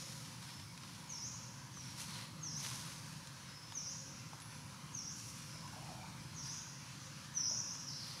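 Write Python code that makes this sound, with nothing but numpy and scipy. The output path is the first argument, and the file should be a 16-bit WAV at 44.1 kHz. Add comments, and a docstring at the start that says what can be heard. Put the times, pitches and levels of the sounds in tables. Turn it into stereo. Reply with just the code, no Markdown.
"""The tail of a bird call dies away under a dry rustle; then ticks, a distant pipe and more near calls follow.
The calls are thin down-and-up whistles: swept tones, blurred by leaves and smeared by echoes off walls and
trees. Piping, gliding notes (mostly faint, with a loud run near the end), some perhaps birds, and a hoarse
animal (trembling tones) sound further off. Knocks are damped modes; rustle and ticks are shaped noise near the
microphones. Traffic hum, forest air and a faint broad noise that differs between the sides are filtered noise."""
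import sys
import numpy as np
from scipy import signal
from scipy.fft import rfft, irfft
from scipy.io import wavfile
from scipy.ndimage import uniform_filter1d

SR = 44100
rng = np.random.default_rng(int(sys.argv[2]) if len(sys.argv) > 2 else 0)


def transcribe(u):
    """Save the signal u as a 16-bit wav file named by the first command-line argument.

    u: samples, shape (n,) or (channels, n), limited to [-1, 1]; the rate is SR.
    q: integer samples, one column per channel.
    """
    v = np.clip(np.atleast_2d(u).T, -1, 1)
    q = np.round(v * 32767).astype(np.int16)
    wavfile.write(sys.argv[1], SR, q)


N = 361619
TIME_S = np.arange(N) / SR
FREQ_HZ = np.arange(N // 2 + 1) * SR / N


def undb(db):
    """Decibels to gain."""
    return 10 ** (np.asarray(db) / 20)


def unit(x):
    """Scale to rms 1."""
    return x / np.sqrt(np.mean(x ** 2))


def noise():
    """White noise for the whole scene."""
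    return rng.standard_normal(N)


def colour(x, spectrum):
    """Filter by a (Hz, dB) spectrum that falls 10 dB per octave beyond its ends; rms 1."""
    hz, db = np.transpose(spectrum)
    point_octave, octave = np.log2(hz), np.log2(FREQ_HZ + 1)
    octaves_beyond = np.abs(octave - np.clip(octave, point_octave[0], point_octave[-1]))
    gain = undb(np.interp(octave, point_octave, db) - 10 * octaves_beyond)
    return unit(irfft(rfft(x) * gain, N))


def level_at(points):
    """Interpolate (s, dB) points over the scene."""
    return np.interp(TIME_S, *np.transpose(points))


def walk(rate_hz):
    """Random levels held 1 / rate_hz s and slewed twice; spread near 1."""
    hold = int(SR / rate_hz)
    steps = np.repeat(rng.standard_normal(N // hold + 1), hold)
    slewed = uniform_filter1d(uniform_filter1d(steps, hold), hold)
    return unit(slewed[:N])


def quiver(count, size):
    """Fast random flutter, spread near 1: noise averaged twice over size samples."""
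    smooth = uniform_filter1d(uniform_filter1d(rng.standard_normal(SR), size), size)
    return unit(smooth)[:count]


def add(out, start_s, sound):
    """Mix a sound in at a time."""
    i = int(start_s * SR)
    out[i:i + len(sound)] += sound[:len(out) - i]


def surroundings(x, wet_db, t60_s, build_s, echo_db, count=14):
    """What comes back: a few distinct echoes off walls, then dense scatter from trunks and leaves."""
    t = TIME_S[:SR]
    scatter = rng.standard_normal(SR) * (1 - np.exp(-t / build_s)) * undb(-60 * t / t60_s)
    lag_s = 0.0068 + 0.12 * (np.arange(count) + rng.random(count)) / count
    echoes = np.zeros(SR)
    echoes[(lag_s * SR).astype(int)] = rng.choice([-1, 1], count) * undb(-60 * lag_s / t60_s)
    response = undb(wet_db) * scatter / np.linalg.norm(scatter)
    response += undb(echo_db) * echoes / np.linalg.norm(echoes)
    return signal.fftconvolve(x, response)[:len(x)]


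def whistle(hz, gain, waver, flutter_db=3.0, octave_db=-35):
    """A nearly pure tone that trembles in pitch and strength, with a trace of its octave."""
    trembling_hz = hz * (1 + waver * quiver(len(hz), size=70))
    phase = 2 * np.pi * np.cumsum(trembling_hz) / SR
    flutter = unit(undb(flutter_db * quiver(len(hz), size=220)))
    tone = np.sin(phase) + undb(octave_db) * np.sin(2 * phase)
    return np.sqrt(2) * gain * flutter * tone


def glides(notes, waver):
    """Straight slides in pitch that swell and fade."""
    out = np.zeros(N)
    for start_s, length_s, start_hz, end_hz, db in notes:
        n = int(length_s * SR)
        envelope = undb(db) * signal.windows.tukey(n, 0.5)
        add(out, start_s, whistle(np.linspace(start_hz, end_hz, n), envelope, waver))
    return out


# hum spectrum: (frequency [Hz], relative density [dB])
HUM_SPECTRUM = [(25, -36), (40, -34), (52, -19), (70, -12.5), (95, -7), (115, 1), (150, -1), (175, -4),
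                (205, -7), (300, -12), (350, -19), (450, -29)]
# hum contour: (time [s], level [dB])
HUM_LEVEL = [(0, -55.5), (2, -54), (2.9, -53), (3.35, -57.5), (4.1, -56), (4.9, -54), (6.3, -53),
             (6.6, -56.5), (8.2, -55)]
# bands of far engines and tyres: (centre [Hz], half width [Hz], level [dB])
DRONE_BANDS = [(147, 18.3, -60.5), (532, 36.4, -72.5), (623, 290, -76), (978, 103, -66.5)]


def traffic():
    """Distant traffic: a low hum of filtered noise and a few resonant bands that wander in level."""
    out = colour(noise(), HUM_SPECTRUM) * undb(level_at(HUM_LEVEL) + 0.5 * walk(10))
    for hz, half_width_hz, band_db in DRONE_BANDS:
        resonance = 1 / (1 + ((FREQ_HZ - hz) / half_width_hz) ** 2)
        band = unit(irfft(rfft(noise()) * resonance, N))
        out += band * undb(band_db + 1.9 * walk(4.02))
    return out


# forest air spectrum: (frequency [Hz], relative density [dB])
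AIR_SPECTRUM = [(410, -38), (700, -13.5), (1090, -3.5), (1300, -4), (1580, -4), (1800, -7.5), (2400, -7),
                (3820, -9.5), (4180, -7.5), (5640, -6), (6090, -5.5), (6500, -10), (8650, -16.5),
                (10100, -14), (15500, -47)]
# forest air contour: (time [s], level [dB])
AIR_LEVEL = [(0, -59.5), (1, -57.5), (1.25, -58.5), (2.9, -56), (3.6, -57), (4.9, -57), (5.8, -56),
             (6.8, -55.5), (8.2, -56.5)]


def forest_air(patchy_db=2.0):
    """Hiss of distant leaves and insects: it swells as a whole, and each narrow band stirs on its own."""
    bands = signal.stft(colour(noise(), AIR_SPECTRUM), nperseg=512)[2]
    stir = uniform_filter1d(rng.standard_normal(bands.shape), size=24, axis=1)  # along time
    stir = unit(uniform_filter1d(stir, size=2, axis=0))  # across bands
    air = signal.istft(bands * undb(patchy_db * stir))[1][:N]
    return unit(air) * undb(level_at(AIR_LEVEL) + 0.61 * walk(25))


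# faint broad noise that differs between the two sides: (frequency [Hz], relative density [dB])
SIDE_SPECTRUM = [(25, 6.5), (100, 6.5), (310, 11), (420, 3), (520, 9), (650, 3), (1000, 6.5), (2000, -3.5),
                 (4000, -2), (5500, 2.5), (7500, 1)]
SIDE_DB = -76


def side_noise():
    """Faint broad filtered noise, to be added on one side and subtracted on the other."""
    return undb(SIDE_DB) * colour(noise(), SIDE_SPECTRUM)


CHATTER_LOW_HZ, CHATTER_HIGH_HZ = 1452, 2660
CHATTER_S, CHATTER_DB = 0.1206, -67.5
CHATTER_FALL = 0.94  # end pitch / start pitch


def chatter(count=7):
    """Faint falling notes at random times and pitches, from deep in the forest."""
    notes = []
    for when, pitch in rng.random((count, 2)):
        hz = CHATTER_LOW_HZ + pitch * (CHATTER_HIGH_HZ - CHATTER_LOW_HZ)
        notes.append((when * N / SR, CHATTER_S, hz, hz * CHATTER_FALL, CHATTER_DB))
    return notes


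# low gliding tones and high slurred notes, some perhaps birds, mostly faint but with a loud closing run near
# 7.9 s: # (time [s], length [s], start pitch [Hz], end pitch [Hz], source level [dB])
GLIDING_NOTES = [(2.04, .16, 4270, 4130, -57.5), (2.977, 0.11, 4930, 4170, -62),
                 (4.19, .24, 1420, 1278, -65), (4.40, .03, 10750, 10270, -55),
                 (4.52, .03, 10500, 9700, -67), (4.65, 0.024, 10300, 9700, -66),
                 (5.96, 0.079, 2420, 2265, -62.5), (6.985, 0.091, 6440, 5570, -57),
                 (7.69, 0.045, 11900, 11600, -71), (7.8, .05, 12000, 11500, -73),
                 (8.07, 0.037, 12500, 11900, -70), (7.865, .022, 6100, 5380, -45.5),
                 (7.88, 0.024, 5250, 4910, -41), (7.917, 0.024, 4800, 3980, -47),
                 (7.942, 0.025, 5800, 5330, -47), (7.995, 0.055, 5200, 4000, -48)]
# nearly level notes of one distant bird: (time [s], length [s], source level [dB])
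PIPED_NOTES = [(0.45, 0.13, -57), (3.42, 0.31, -59), (5.448, 0.164, -58), (6.164, 0.077, -62)]
PIPE_START_HZ, PIPE_END_HZ = 5220, 5290
GLIDE_QUIVER, PIPE_QUIVER = 0.04, 0.03  # share of the pitch


def far_notes():
    """Trembling glides, some perhaps birds, and a bird's steadier piping, heard mostly by way of the trees."""
    pipes = [(s, length_s, PIPE_START_HZ, PIPE_END_HZ, db) for s, length_s, db in PIPED_NOTES]
    notes = glides(GLIDING_NOTES + chatter(), GLIDE_QUIVER) + glides(pipes, PIPE_QUIVER)
    straight_db = -6
    returned = surroundings(notes, wet_db=-0.5, t60_s=1.5, build_s=0.0028, echo_db=-9.0)
    return undb(straight_db) * notes + returned


# low, hoarse call: (time [s], length [s], start pitch [Hz], end pitch [Hz], core level before echo [dB])
HOARSE_NOTES = [(5.615, .06, 1098, 910, -60.5), (5.725, 0.029, 894, 890, -60),
                (5.76, 0.029, 800, 740, -56.5), (5.81, .07, 783, 900, -61), (5.88, 0.053, 790, 743, -57.5),
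                (5.97, .04, 816, 850, -65), (6.018, 0.04, 780, 952, -58.5)]
CORE_QUIVER, RASP_QUIVER = 0.06, 0.2  # share of the pitch
RASP_DB = -1  # relative to the core


def hoarse_caller():
    """A larger animal far off: low notes, each a clear core in a rasp, run together by the echo."""
    core = glides(HOARSE_NOTES, CORE_QUIVER)
    rasp = undb(RASP_DB) * glides(HOARSE_NOTES, RASP_QUIVER)
    voice = core + rasp
    return voice + surroundings(voice, wet_db=-1.0, t60_s=0.8, build_s=0.005, echo_db=-10.0)


# dull knocks: (time [s], peak before echo [dB], pitch [Hz], time to -60 dB [s])
KNOCK_EVENTS = [(1.345, -50, 1070, 0.022), (1.54, -52, 1020, .02), (2.712, -45, 1050, .04),
                (3.723, -47, 970, 0.019), (4.333, -40, 930, 0.009), (5.555, -51, 620, 0.02),
                (7.512, -45, 620, 0.02)]


def knocks():
    """Each knock rings one damped mode and a shorter, weaker overtone."""
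    out, t = np.zeros(N), TIME_S[:4096]
    onset = 1 - np.exp(-t / 0.00051)
    for start_s, db, hz, t60_s in KNOCK_EVENTS:
        fade = undb(-60 * t / t60_s)
        mode = fade * np.sin(2 * np.pi * hz * t)
        overtone = 0.56 * fade ** 2 * np.sin(2 * np.pi * 1.44 * hz * t)
        ring = (mode + overtone) * onset
        add(out, start_s, undb(db) * ring / np.abs(ring).max())
    return out + surroundings(out, wet_db=-3.0, t60_s=0.83, build_s=0.0086, echo_db=-17)


# rustling strokes: (peak time [s], swell [s], fade [s], brushing level [dB], dull body level [dB])
RUSTLE_STROKES = [(.08, 0.33, 0.47, -55, -56.5), (.441, 0.022, 0.12, -58.5, -59),
                  (.5, 0.028, 0.058, -70, -56), (.95, 0.15, 0.38, -61, -59.5), (1.9, 0.11, 0.13, -59, -59),
                  (2.012, 0.039, 0.05, -48, -52.5), (2.12, 0.079, 0.069, -54.5, -56),
                  (2.21, 0.1, 0.055, -54.5, -51), (2.67, 0.089, 0.32, -49.5, -52),
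                  (2.92, 0.061, .03, -72, -58), (5.19, 0.04, 0.069, -56, -71),
                  (5.3, 0.084, 0.072, -55, -70), (5.375, 0.036, 0.24, -57, -64),
                  (5.8, 0.12, 0.33, -62.5, -73), (6.48, 0.046, 0.11, -58, -60.5),
                  (8.111, 0.11, 0.18, -57.5, -57)]
# brushing spectrum: (frequency [Hz], relative density [dB])
BRUSH_SPECTRUM = [(2500, -26), (4200, -4.5), (6000, 0.5), (7500, -7), (10000, -3.5), (12000, -12),
                  (15500, -25)]
# dull body spectrum: (frequency [Hz], relative density [dB])
BODY_SPECTRUM = [(400, -8.5), (1000, 6), (2000, 6), (3000, 6), (4200, 8), (5500, 0), (8000, -36)]
# brushing that differs between the microphones: (frequency [Hz], relative density [dB])
BRUSH_SIDE_SPECTRUM = [(2000, -12), (5500, -6), (8000, -11), (9800, 0), (12000, -4), (15500, -13)]
BRUSH_SIDE_DB = -11.5  # relative to the brushing


def rustle(grain_db=4.5, clump_db=1.0):
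    """Dry surfaces brush: tiny slips in uneven clumps, with a duller body; gives middle and side."""
    brush, body = np.zeros(N), np.zeros(N)
    for peak_s, swell_s, fade_s, brush_db, body_db in RUSTLE_STROKES:
        from_peak_s = TIME_S - peak_s
        stroke = np.exp(-np.where(from_peak_s < 0, (from_peak_s / swell_s) ** 2, from_peak_s / fade_s))
        brush = np.hypot(brush, undb(brush_db) * stroke)
        body = np.hypot(body, undb(body_db) * stroke)
    slips = undb(grain_db * noise() + clump_db * walk(300))
    middle = brush * colour(slips * noise(), BRUSH_SPECTRUM) + body * colour(slips * noise(), BODY_SPECTRUM)
    side = brush * undb(BRUSH_SIDE_DB) * colour(slips * noise(), BRUSH_SIDE_SPECTRUM)
    return middle, side


# clearest dry ticks: (time [s], peak before the low-pass [dB], nominal centre [Hz])
TICK_EVENTS = [(.427, -38, 3100), (.597, -41, 3270), (.776, -41, 3220), (.834, -40, 2600),
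               (1.772, -42, 1400), (2.016, -33.5, 7000), (2.647, -34, 3600), (2.663, -33, 2490),
               (2.712, -37.5, 2600), (3.272, -38.5, 4500), (3.701, -45, 2510), (3.722, -36.5, 3400),
               (4.386, -48, 2500), (4.401, -42, 6000), (4.419, -41, 4000), (4.988, -42, 9000),
               (5.199, -41, 8000), (5.677, -42, 3100), (7.511, -49, 1500), (7.752, -43, 2000)]
STROKE_TICK_DB, STROKE_TICK_HZ = 1, 6500  # peak relative to the brushing, nominal centre


def ticks(decay_s=0.0027, crumble_s=0.014, crumble_db=-15, soft_hz=10000, count=2):
    """Small dry snaps, alone or scattered around strokes: a sharp crack and a brief crumble, softened on top."""
    out, t = np.zeros(N), TIME_S[:2048]
    scattered = []
    for peak_s, swell_s, _, brush_db, _ in RUSTLE_STROKES:
        for when in rng.uniform(-0.33, 1, count):
            scattered.append((abs(peak_s + when * swell_s), brush_db + STROKE_TICK_DB, STROKE_TICK_HZ))
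    fade = np.exp(-t / decay_s) + undb(crumble_db) * np.exp(-t / crumble_s)
    for start_s, db, hz in TICK_EVENTS + scattered:
        edges_hz = [hz / 2.3, min(hz * 1.6, SR / 2 - 1)]
        b, a = signal.butter(1, edges_hz, "band", fs=SR)
        crack = signal.lfilter(b, a, rng.standard_normal(len(t)) * fade)
        add(out, min(start_s, TIME_S[-1]), undb(db) * crack / np.abs(crack).max())
    return signal.sosfilt(signal.butter(4, soft_hz, fs=SR, output="sos"), out)


FALL_BEND, RISE_BEND = 1.04, 1.22  # exponents of the pitch curves
FLICK_HZ, FLICK_S = 602, 0.00496  # initial pitch deficit and its time constant
BREAK_HEIGHT, BREAK_WIDTH = 0.24, 0.05  # where the level drops: 0 = bottom pitch, 1 = top
TOP_DB, RISE_DB = -11, -1.26  # thinning at the top; rising stroke relative to falling


def swoop(length_s, first_hz, bottom_hz, last_hz, turn, bottom_db):
    """Pitch, level and lowness (0-1) of a call: a flick up, a falling stroke, a soft turn, a rising stroke."""
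    u = np.linspace(0, 1, int(length_s * SR))
    falling = u < turn
    bend = np.where(falling, FALL_BEND, RISE_BEND)
    height = np.interp(u, [0, min(turn, 0.9), 1], [1, 0, 1]) ** bend
    top_hz = np.where(falling, first_hz, last_hz)
    flick_hz = FLICK_HZ * np.exp(-u * length_s / FLICK_S)
    hz = bottom_hz + height * (top_hz - bottom_hz) - flick_hz
    low = 0.5 - 0.5 * np.tanh((height - BREAK_HEIGHT) / BREAK_WIDTH)
    high = np.clip(2 * height - 1, 0, 1) ** 2
    shape_db = bottom_db * low + TOP_DB * high + np.where(falling, 0, RISE_DB)
    return hz, shape_db, low


CLEAR_DB, SMEAR_DB, SMEAR_S = 0.5, -5, 0.009  # clear part, scattered part, its time constant


def through_leaves(x):
    """Leaves beside the straight path scatter the sound, so that each stroke is blurred and beaded."""
    scatter = rng.standard_normal(4096) * np.exp(-TIME_S[:4096] / SMEAR_S)
    smeared = signal.fftconvolve(x, scatter / np.linalg.norm(scatter))[:len(x)]
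    return undb(CLEAR_DB) * x + undb(SMEAR_DB) * smeared


# near calls: (time [s], length [s], first top [Hz], bottom [Hz], last top [Hz], turn [share of length],
#              level before contour and paths [dB], straight path [dB], attack [s], turn level [dB])
NEAR_CALLS = [(-.3, 0.18, 6840, 4900, 7370, 0.44, -50, 0, .01, 0),
              (1.074, 0.222, 7050, 4840, 7450, 0.48, -51, 2.5, 0.0099, -5),
              (1.725, .14, 6600, 5200, 5400, .9, -60.5, 3.5, .008, -2),
              (2.407, 0.2, 6960, 4840, 7250, 0.55, -50, 2.5, .008, -7),
              (3.724, .213, 7110, 4840, 7540, 0.5, -50.5, 2.5, 0.0097, -6),
              (4.926, .217, 6930, 4875, 7330, 0.47, -51.5, 3.5, 0.011, -7),
              (6.332, .22, 7150, 4770, 7350, .46, -50.5, -3, 0.0087, -4.5),
              (7.331, 0.19, 6450, 5043, 7040, 0.57, -42.5, -0.5, 0.02, -0.5),
              (7.551, .21, 6830, 4890, 7460, 0.49, -54, 4.5, .012, -6)]
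CALL_QUIVER = 0.007  # share of the pitch
TURN_PATH_DB = -6  # straight path during the turn


def near_birds():
    """Each call is two strokes, down and up; the soft turn between them arrives mostly as echo."""
    lead_s = 1  # an earlier call is still dying away at the start
    sung, straight = np.zeros((2, N + lead_s * SR))
    for start_s, length_s, first_hz, bottom_hz, last_hz, turn, db, path_db, attack_s, bottom_db in NEAR_CALLS:
        hz, shape_db, low = swoop(length_s, first_hz, bottom_hz, last_hz, turn, bottom_db)
        attack = np.minimum(TIME_S[:len(hz)] / attack_s, 1)
        envelope = attack * signal.windows.tukey(len(hz), 0.06)
        call = whistle(hz, envelope * undb(db + shape_db), waver=CALL_QUIVER)
        add(sung, start_s + lead_s, call)
        add(straight, start_s + lead_s, undb(path_db + TURN_PATH_DB * low) * call)
    returned = surroundings(sung, wet_db=3.5, t60_s=1.65, build_s=0.0086, echo_db=0.0)
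    return (through_leaves(straight) + returned)[lead_s * SR:]


def scene():
    """Sources arrive alike on both sides, except part of the rustle and a faint broad noise."""
    rustle_middle, rustle_side = rustle()
    background = traffic() + forest_air() + far_notes() + hoarse_caller() + knocks()
    middle = background + rustle_middle + ticks() + near_birds()
    side = rustle_side + side_noise()
    return np.array([middle + side, middle - side])


# microphone hiss: (frequency [Hz], relative density [dB])
HISS_SPECTRUM = [(6000, -31), (7800, -42), (9500, -2), (11000, -6.5), (13000, -10.5), (15500, -13.5)]
LEFT_HISS_DB, RIGHT_HISS_DB = -67.5, -70.0
TOP_HZ = 15600


def record(dry):
    """Each microphone adds its own faint hiss; a steep low-pass cuts the top."""
    left_hiss = undb(LEFT_HISS_DB) * colour(noise(), HISS_SPECTRUM)
    right_hiss = undb(RIGHT_HISS_DB) * colour(noise(), HISS_SPECTRUM)
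    low_pass = signal.ellip(10, 0.2, 70, TOP_HZ, fs=SR, output="sos")
    return signal.sosfilt(low_pass, dry + np.array([left_hiss, right_hiss]))


dry = scene()
out = record(dry)
transcribe(out)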